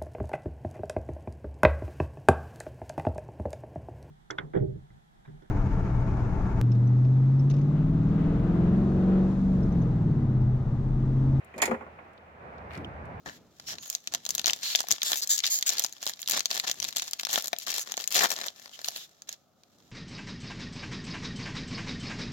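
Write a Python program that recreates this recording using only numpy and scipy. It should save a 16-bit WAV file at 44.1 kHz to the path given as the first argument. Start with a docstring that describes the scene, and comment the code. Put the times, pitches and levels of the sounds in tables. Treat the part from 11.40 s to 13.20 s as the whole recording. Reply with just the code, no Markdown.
"""A framed metal panel on a machine is swung aside outdoors: its catch clacks, the frame thumps and
rattles to rest. Each contact wakes a wash of crowded modes and a few clear ones; the hardest hits
add sharp slaps and a short ring from the catch. Then a shoe scuffs the gritty pavement and sets
down, while distant traffic and low wind swell behind."""
import sys
import numpy as np
from scipy import signal
from scipy.fft import rfft, irfft
from scipy.io import wavfile
from scipy.ndimage import uniform_filter1d

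SR = 44100
rng = np.random.default_rng(int(sys.argv[2]) if len(sys.argv) > 2 else 0)


def transcribe(u):
    """Save the signal u as a 16-bit wav file named by the first command-line argument.

    u: samples, shape (n,) or (channels, n), limited to [-1, 1]; the rate is SR.
    q: integer samples, one column per channel.
    """
    v = np.clip(np.atleast_2d(u).T, -1, 1)
    q = np.round(v * 32767).astype(np.int16)
    wavfile.write(sys.argv[1], SR, q)


N = 79380
TIME = np.arange(N) / SR
BIN_HZ = np.maximum(np.arange(N // 2 + 1) * SR / N, 1)

# The panel's hits. Each row: start in seconds, drive in dB for the bass, hollow, body, clank and
# treble registers, pan in dB (plus is left).
CONTACTS = [(0.14, -56, -45.5, -50.5, -41, -65, -0.5), (0.161, -42.5, -42, -54, -53, -61, 2),
            (0.1794, -48, -46, -42, -40, -39.5, -1), (.185, -46.5, -42, -39, -41, -63, -2),
            (0.201, -58, -42, -42, -32.5, -66.5, -5.5), (0.2187, -60, -43, -33.5, -29, -20, 0.5),
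            (0.2242, -56, -34, -25, -16.5, -36, -1.5), (0.236, -40, -36, -43.5, -24, -30.5, -1.5),
            (0.2552, -49.5, -47, -35.5, -28.5, -28.5, -1.5), (0.2768, -60, -31, -34, -30, -45.5, 3),
            (0.2944, -39, -30, -40, -48, -56, 1), (0.3104, -33, -35, -33, -31, -47, -1.5),
            (0.314, -34.5, -28, -28, -35, -80, 4), (0.331, -33, -35, -47.5, -46, -62, -2.5),
            (0.3417, -54, -58, -35, -36, -59.5, -5.5), (0.4081, -51.5, -45, -40, -44, -73, -5.5),
            (.423, -54.5, -50.5, -45.5, -61.5, -75, -3.5), (0.465, -56, -53.5, -45, -53.5, -79, -2),
            (0.5879, -54.5, -50.5, -44.5, -43.5, -82, -3)]
# The panel's five registers. Each row: low and high edge in Hz, trim in dB, attack and t60 in
# seconds, relative tail level in dB, tail t60 in seconds.
REGISTERS = [(160, 300, -2, .004, 0.049, -11, 0.22), (300, 560, -2.5, 0.0032, 0.14, -16.5, 0.52),
             (560, 1540, 0.5, 0.0011, 0.097, -22.5, 0.57), (1220, 3200, -4.5, 0.00052, 0.077, -26, 0.68),
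             (2800, 23000, -1, 0.0012, 0.067, -28.5, 0.36)]
# Clear tones of the metal. Each row: pitch in Hz, dB against its register on a catch hit and on a
# frame hit, t60 in seconds, pan in dB.
CLEAR_MODES = [(203, -2, 1, 0.087, 1.5), (234, 1.5, 8, 0.1, 1.5), (377.6, -6.5, -4, 0.094, 4.5),
               (428, -7.5, -4, 0.11, 6), (518.3, -3.5, 3, 0.09, -4.5), (634, 1, -3, 0.032, 1.5),
               (722.5, -2.5, -13.5, 0.07, -0.5), (837, -17.5, -6, 0.1, 0.5), (933, -3.5, -18.5, 0.13, 0),
               (1104, -8, -10.5, 0.08, -3.5), (1409, -25, -9, 0.12, -1.5), (1923, -8.5, -10, .14, -9.5),
               (2196, -6.5, -27, 0.075, -3), (2438, -7.5, -15, 0.096, -1.5), (4220, -19.5, -16, 0.11, -2.5),
               (7000, -25, -13, .1, 7)]
# The catch's hardest hits. Each row: start in seconds, level in dB, pitch in Hz.
CATCH_RINGS = [(0.2179, -18, 7040), (0.2238, -24, 7090), (0.2541, -27.5, 6790)]
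# Small ticks, mostly grit. Each row: start in seconds, level in dB, centre and width in Hz, t60 in seconds.
GRIT_TICKS = [(0.046, -51.5, 10300, 7000, 0.023), (0.732, -68.5, 7000, 8000, 0.039),
              (0.7772, -52, 3590, 1503, 0.023), (1.181, -52.5, 3920, 1800, 0.021),
              (1.308, -33, 1720, 1400, 0.013), (1.315, -38, 2160, 1006, .016),
              (1.334, -44, 3420, 3560, 0.017), (1.345, -38, 2150, 900, 0.016),
              (1.3531, -35, 2800, 3040, 0.0099), (1.3752, -43.5, 4560, 4590, 0.019),
              (1.4461, -31, 3100, 280, 0.017), (1.4465, -54.5, 4730, 3600, 0.037),
              (1.653, -63.5, 7000, 7900, 0.041)]
# The shoe landing. Each row: start in seconds, level in dB, t60 in seconds.
SOLE_LANDINGS = [(1.366, -33.5, 0.23), (1.381, -36.5, 0.32), (1.438, -41.5, 0.27)]

# Tone curves. Each row: frequency in Hz, relative spectral density in dB.
METAL_TONE = [(130, -9.5), (400, -3.5), (660, -1.5), (830, -3.5), (1100, -3), (1330, -12.5), (1700, -2.5),
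              (2000, 5), (2450, 0.5), (2750, -12.5), (3400, -11.5), (3800, -14), (4400, -13), (6000, -15.5),
              (7050, -6.5), (7900, -15.5), (12000, -17), (13100, -27), (14800, -18.5), (16000, -31.5)]
GRIT_TONE = [(700, -19.5), (1400, 3.5), (2300, 4), (3100, -10), (4500, -12.5), (7000, -23.5),
             (12000, -23.5), (16000, -31)]
THUD_TONE = [(50, -42.5), (110, 2.5), (200, -1.5), (340, -3.5), (550, -13), (1200, -29), (4000, -74)]
TYRE_TONE = [(60, -11), (130, -3.5), (200, -0.5), (300, -6.5), (520, -1.5), (750, -1), (1100, -4.5),
             (1600, -9), (2400, -15.5), (3100, -30.5), (7000, -48), (15000, -60)]
ENGINE_TONE = [(15, -49.5), (30, -27), (50, -22.5), (68, -8.5), (81, 3), (92, -17), (130, -14),
               (300, -39.5), (1000, -81.5)]
WIND_TONE = [(15, -38.5), (30, -13), (45, -3), (60, 2), (125, 1.5), (200, -3.5), (320, -17.5), (800, -27.5),
             (3000, -69)]
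HISS_TONE = [(400, -9), (1300, 1.5), (2500, -1.5), (3300, -13.5), (5000, -24), (7000, -26), (9000, -32),
             (16000, -33)]

# Stereo images. Each row: frequency in Hz, left-right correlation.
METAL_IMAGE = [(240, 0.97), (400, .88), (600, .75), (1000, -.15), (2500, -0.073), (12000, -0.083)]
TYRE_IMAGE = [(100, 1), (300, 0.82), (600, .5), (1100, -0.54), (2500, 0.062), (10000, -0.16)]
BASS_IMAGE = [(30, 0.97), (200, 0.95)]

# Fader rides for the background. Each row: time in seconds, level in dB.
TYRE_FADER = [(0, -56.5), (.68, -51), (.76, -54.5), (.94, -53), (1.05, -45.5), (1.3, -44.5), (1.8, -43)]
ENGINE_FADER = [(0, -66.5), (.3, -54), (.8, -66.5), (1.1, -57), (1.22, -49.5), (1.5, -47), (1.8, -48.5)]
WIND_FADER = [(0, -73), (1.1, -67), (1.35, -59), (1.46, -47.5), (1.58, -50), (1.8, -45.5)]
HISS_FADER = [(0, -57.5), (.65, -60.5), (1.8, -67.5)]


def panel():
    """Hits wake crowded and clear modes in five registers; a faint tail hangs in the machine and yard."""
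    out = 0
    for register, (low, high, _, _, t60, tail_db, tail_t60) in enumerate(REGISTERS):
        energy = contact_energy(register)
        power = ring_down(energy, t60) + from_db(tail_db) ** 2 * ring_down(energy, tail_t60)
        crowded_modes = coloured(stereo_noise(METAL_IMAGE), METAL_TONE, band=(low, high))
        out += np.sqrt(power) * steadied(crowded_modes, samples=400)
        for hz, catch_db, frame_db, mode_t60, pan in CLEAR_MODES:
            home_register = sum(hz > top for _, top, *_ in REGISTERS[:-1])
            if home_register == register:
                mode_power = ring_down(contact_energy(register, catch_db, frame_db), mode_t60)
                out += panned(pan) * np.sqrt(mode_power) * clear_tone(hz)
    return out


def contact_energy(register, catch_db=0, frame_db=0, frame_from_s=0.275):
    """Energy the hits feed into one register: first the catch strikes, then the frame."""
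    hits = np.array(CONTACTS)
    starts, drive_db, pan = hits[:, 0], hits[:, 1 + register], hits[:, -1]
    trim_db, attack = REGISTERS[register][2:4]
    striker_db = np.where(starts < frame_from_s, catch_db, frame_db)
    hit_db = drive_db + trim_db + striker_db + pan * [[0.5], [-0.5]]
    impulses = np.zeros((2, N))
    impulses[:, (starts * SR).astype(int)] = from_db(hit_db) ** 2
    pole = np.exp(-1 / (attack * SR))  # softens the front of each hit
    return signal.lfilter([1 - pole], [1, -pole], impulses + 1e-18)


def ring_down(energy, t60):
    """Energy left ringing as each hit dies away."""
    return signal.lfilter([1], [1, -from_db(-120 / (t60 * SR))], energy + 1e-18)


def clear_tone(hz):
    """One mode of the metal: a sine, widened by a phase offset between left and right."""
    offset = np.arccos(np.clip(at_hz(METAL_IMAGE, hz), -1, 1))
    return np.sin(2 * np.pi * (hz * TIME + rng.random()) - offset * np.array([[0], [1]]))


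def catch_ring(width_hz=260):
    """The small steel catch pings, its pitch shifting with the way it is struck."""
    out = 0
    for start, db, hz in CATCH_RINGS:
        ring = bandpass(rng.standard_normal((2, N)), hz - width_hz / 2, hz + width_hz / 2)
        out += from_db(db) * strike(start, attack=0.00099, t60=0.036) * steadied(ring, samples=100)
    return panned(db=-2) * out


def catch_chatter(slaps_per_s=400, fade_s=0.0013, boost_db=18.5):
    """A few milliseconds of sharp slaps as the metal faces meet."""
    force = sum(from_db(treble_db + boost_db) * (TIME > start) * np.exp(-np.abs(TIME - start) / fade_s)
                for start, *_, treble_db, _ in CONTACTS)
    slaps = (rng.random((2, N)) < slaps_per_s / SR) * rng.choice([-1, 1], (2, N))
    return bandpass(force * slaps, 600, 7000, order=1)


def shoe_scuff(peak_s=1.35, rise_s=0.023, fall_s=0.038, grains_per_s=2600):
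    """The sole drags over grit: a quick swell of tiny crunches."""
    swell = np.exp(-np.abs(TIME - peak_s) / np.where(TIME < peak_s, rise_s, fall_s))
    grains = (rng.random((2, N)) < grains_per_s / SR) * rng.standard_normal((2, N))
    return from_db(-44) * swell * coloured(grains, GRIT_TONE)


def grit_ticks(spray_db=-23.5):
    """Small stones tick, each with a broad spray of dust."""
    out = 0
    white = rng.standard_normal((2, N))
    for start, db, hz, width, t60 in GRIT_TICKS:
        stone = steadied(bandpass(white, hz - width / 2, hz + width / 2), samples=200)
        envelope = from_db(db) * strike(start, attack=0.00051, t60=t60)
        out += envelope * (stone + from_db(spray_db) * white)
    return out


def shoe_thud():
    """The shoe sets down in three soft, overlapping thuds."""
    power = sum((from_db(db) * strike(start, attack=0.01, t60=t60)) ** 2
                for start, db, t60 in SOLE_LANDINGS)
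    return np.sqrt(power) * steadied(coloured(stereo_noise(BASS_IMAGE), THUD_TONE), samples=1200)


def traffic():
    """A far tyre wash swells over a narrow engine rumble."""
    tyres = panned(db=-1.5) * coloured(stereo_noise(TYRE_IMAGE), TYRE_TONE)
    engine = steadied(coloured(stereo_noise(BASS_IMAGE), ENGINE_TONE), samples=4000)
    return fader(TYRE_FADER) * tyres + fader(ENGINE_FADER) * engine


def wind():
    """Low wind builds towards the end."""
    return fader(WIND_FADER) * coloured(stereo_noise(BASS_IMAGE), WIND_TONE)


def air_hiss():
    """A thin, wide hiss slowly sinks away."""
    return fader(HISS_FADER) * coloured(rng.standard_normal((2, N)), HISS_TONE)


def from_db(db):
    """Decibels to gain."""
    return 10 ** (np.asarray(db) / 20)


def fader(ride):
    """Gain over time along a fader ride."""
    return from_db(np.interp(TIME, *np.transpose(ride)))


def panned(db):
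    """Left and right gains; plus leans left."""
    return from_db([[db / 2], [-db / 2]])


def strike(start, attack, t60):
    """Envelope with a quick rise and an exponential fall, all times in seconds."""
    age = np.maximum(TIME - start, 0)
    return (1 - np.exp(-age / attack)) * from_db(-60 * age / t60)


def at_hz(curve, hz):
    """Read a curve on a log-frequency axis."""
    points_hz, values = np.transpose(curve)
    return np.interp(np.log(hz), np.log(points_hz), values)


def bandpass(x, low_hz, high_hz, order=2):
    """Keep the band between two edges."""
    return signal.sosfilt(signal.butter(order, [low_hz, high_hz], "band", fs=SR, output="sos"), x)


def coloured(x, tone, band=None):
    """EQ x with a tone curve and optional steep band edges in Hz; comes out at rms 1."""
    gain = from_db(at_hz(tone, BIN_HZ))
    if band:
        gain /= np.sqrt((1 + (band[0] / BIN_HZ) ** 12) * (1 + (BIN_HZ / band[1]) ** 24))
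    shaped = irfft(rfft(x) * gain, N)
    return shaped / shaped.std()


def stereo_noise(image):
    """White noise whose stereo width varies with frequency."""
    correlation = np.clip(at_hz(image, BIN_HZ), -1, 1)
    mid, side = rfft(rng.standard_normal((2, N)))
    return irfft(np.sqrt(1 + correlation) * mid + np.sqrt(1 - correlation) * side * [[1], [-1]], N)


def steadied(x, samples):
    """Hold a noise near rms 1 over a sliding window."""
    return x / np.sqrt(uniform_filter1d((x ** 2).mean(0), samples) + 1e-9)


def scene():
    """Panel and catch up front, then the footstep, with the open air behind."""
    metal = panel() + catch_ring() + catch_chatter()
    footstep = shoe_scuff() + grit_ticks() + shoe_thud()
    return metal + footstep + traffic() + wind() + air_hiss()


def record(dry):
    """Roll off the deepest bass and cut the very top steeply."""
    low_cut = signal.butter(2, 35, "high", fs=SR, output="sos")
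    high_cut = signal.ellip(10, 0.2, 80, 16600, fs=SR, output="sos")
    return signal.sosfilt(high_cut, signal.sosfilt(low_cut, dry))


dry = scene()
out = record(dry)
transcribe(out)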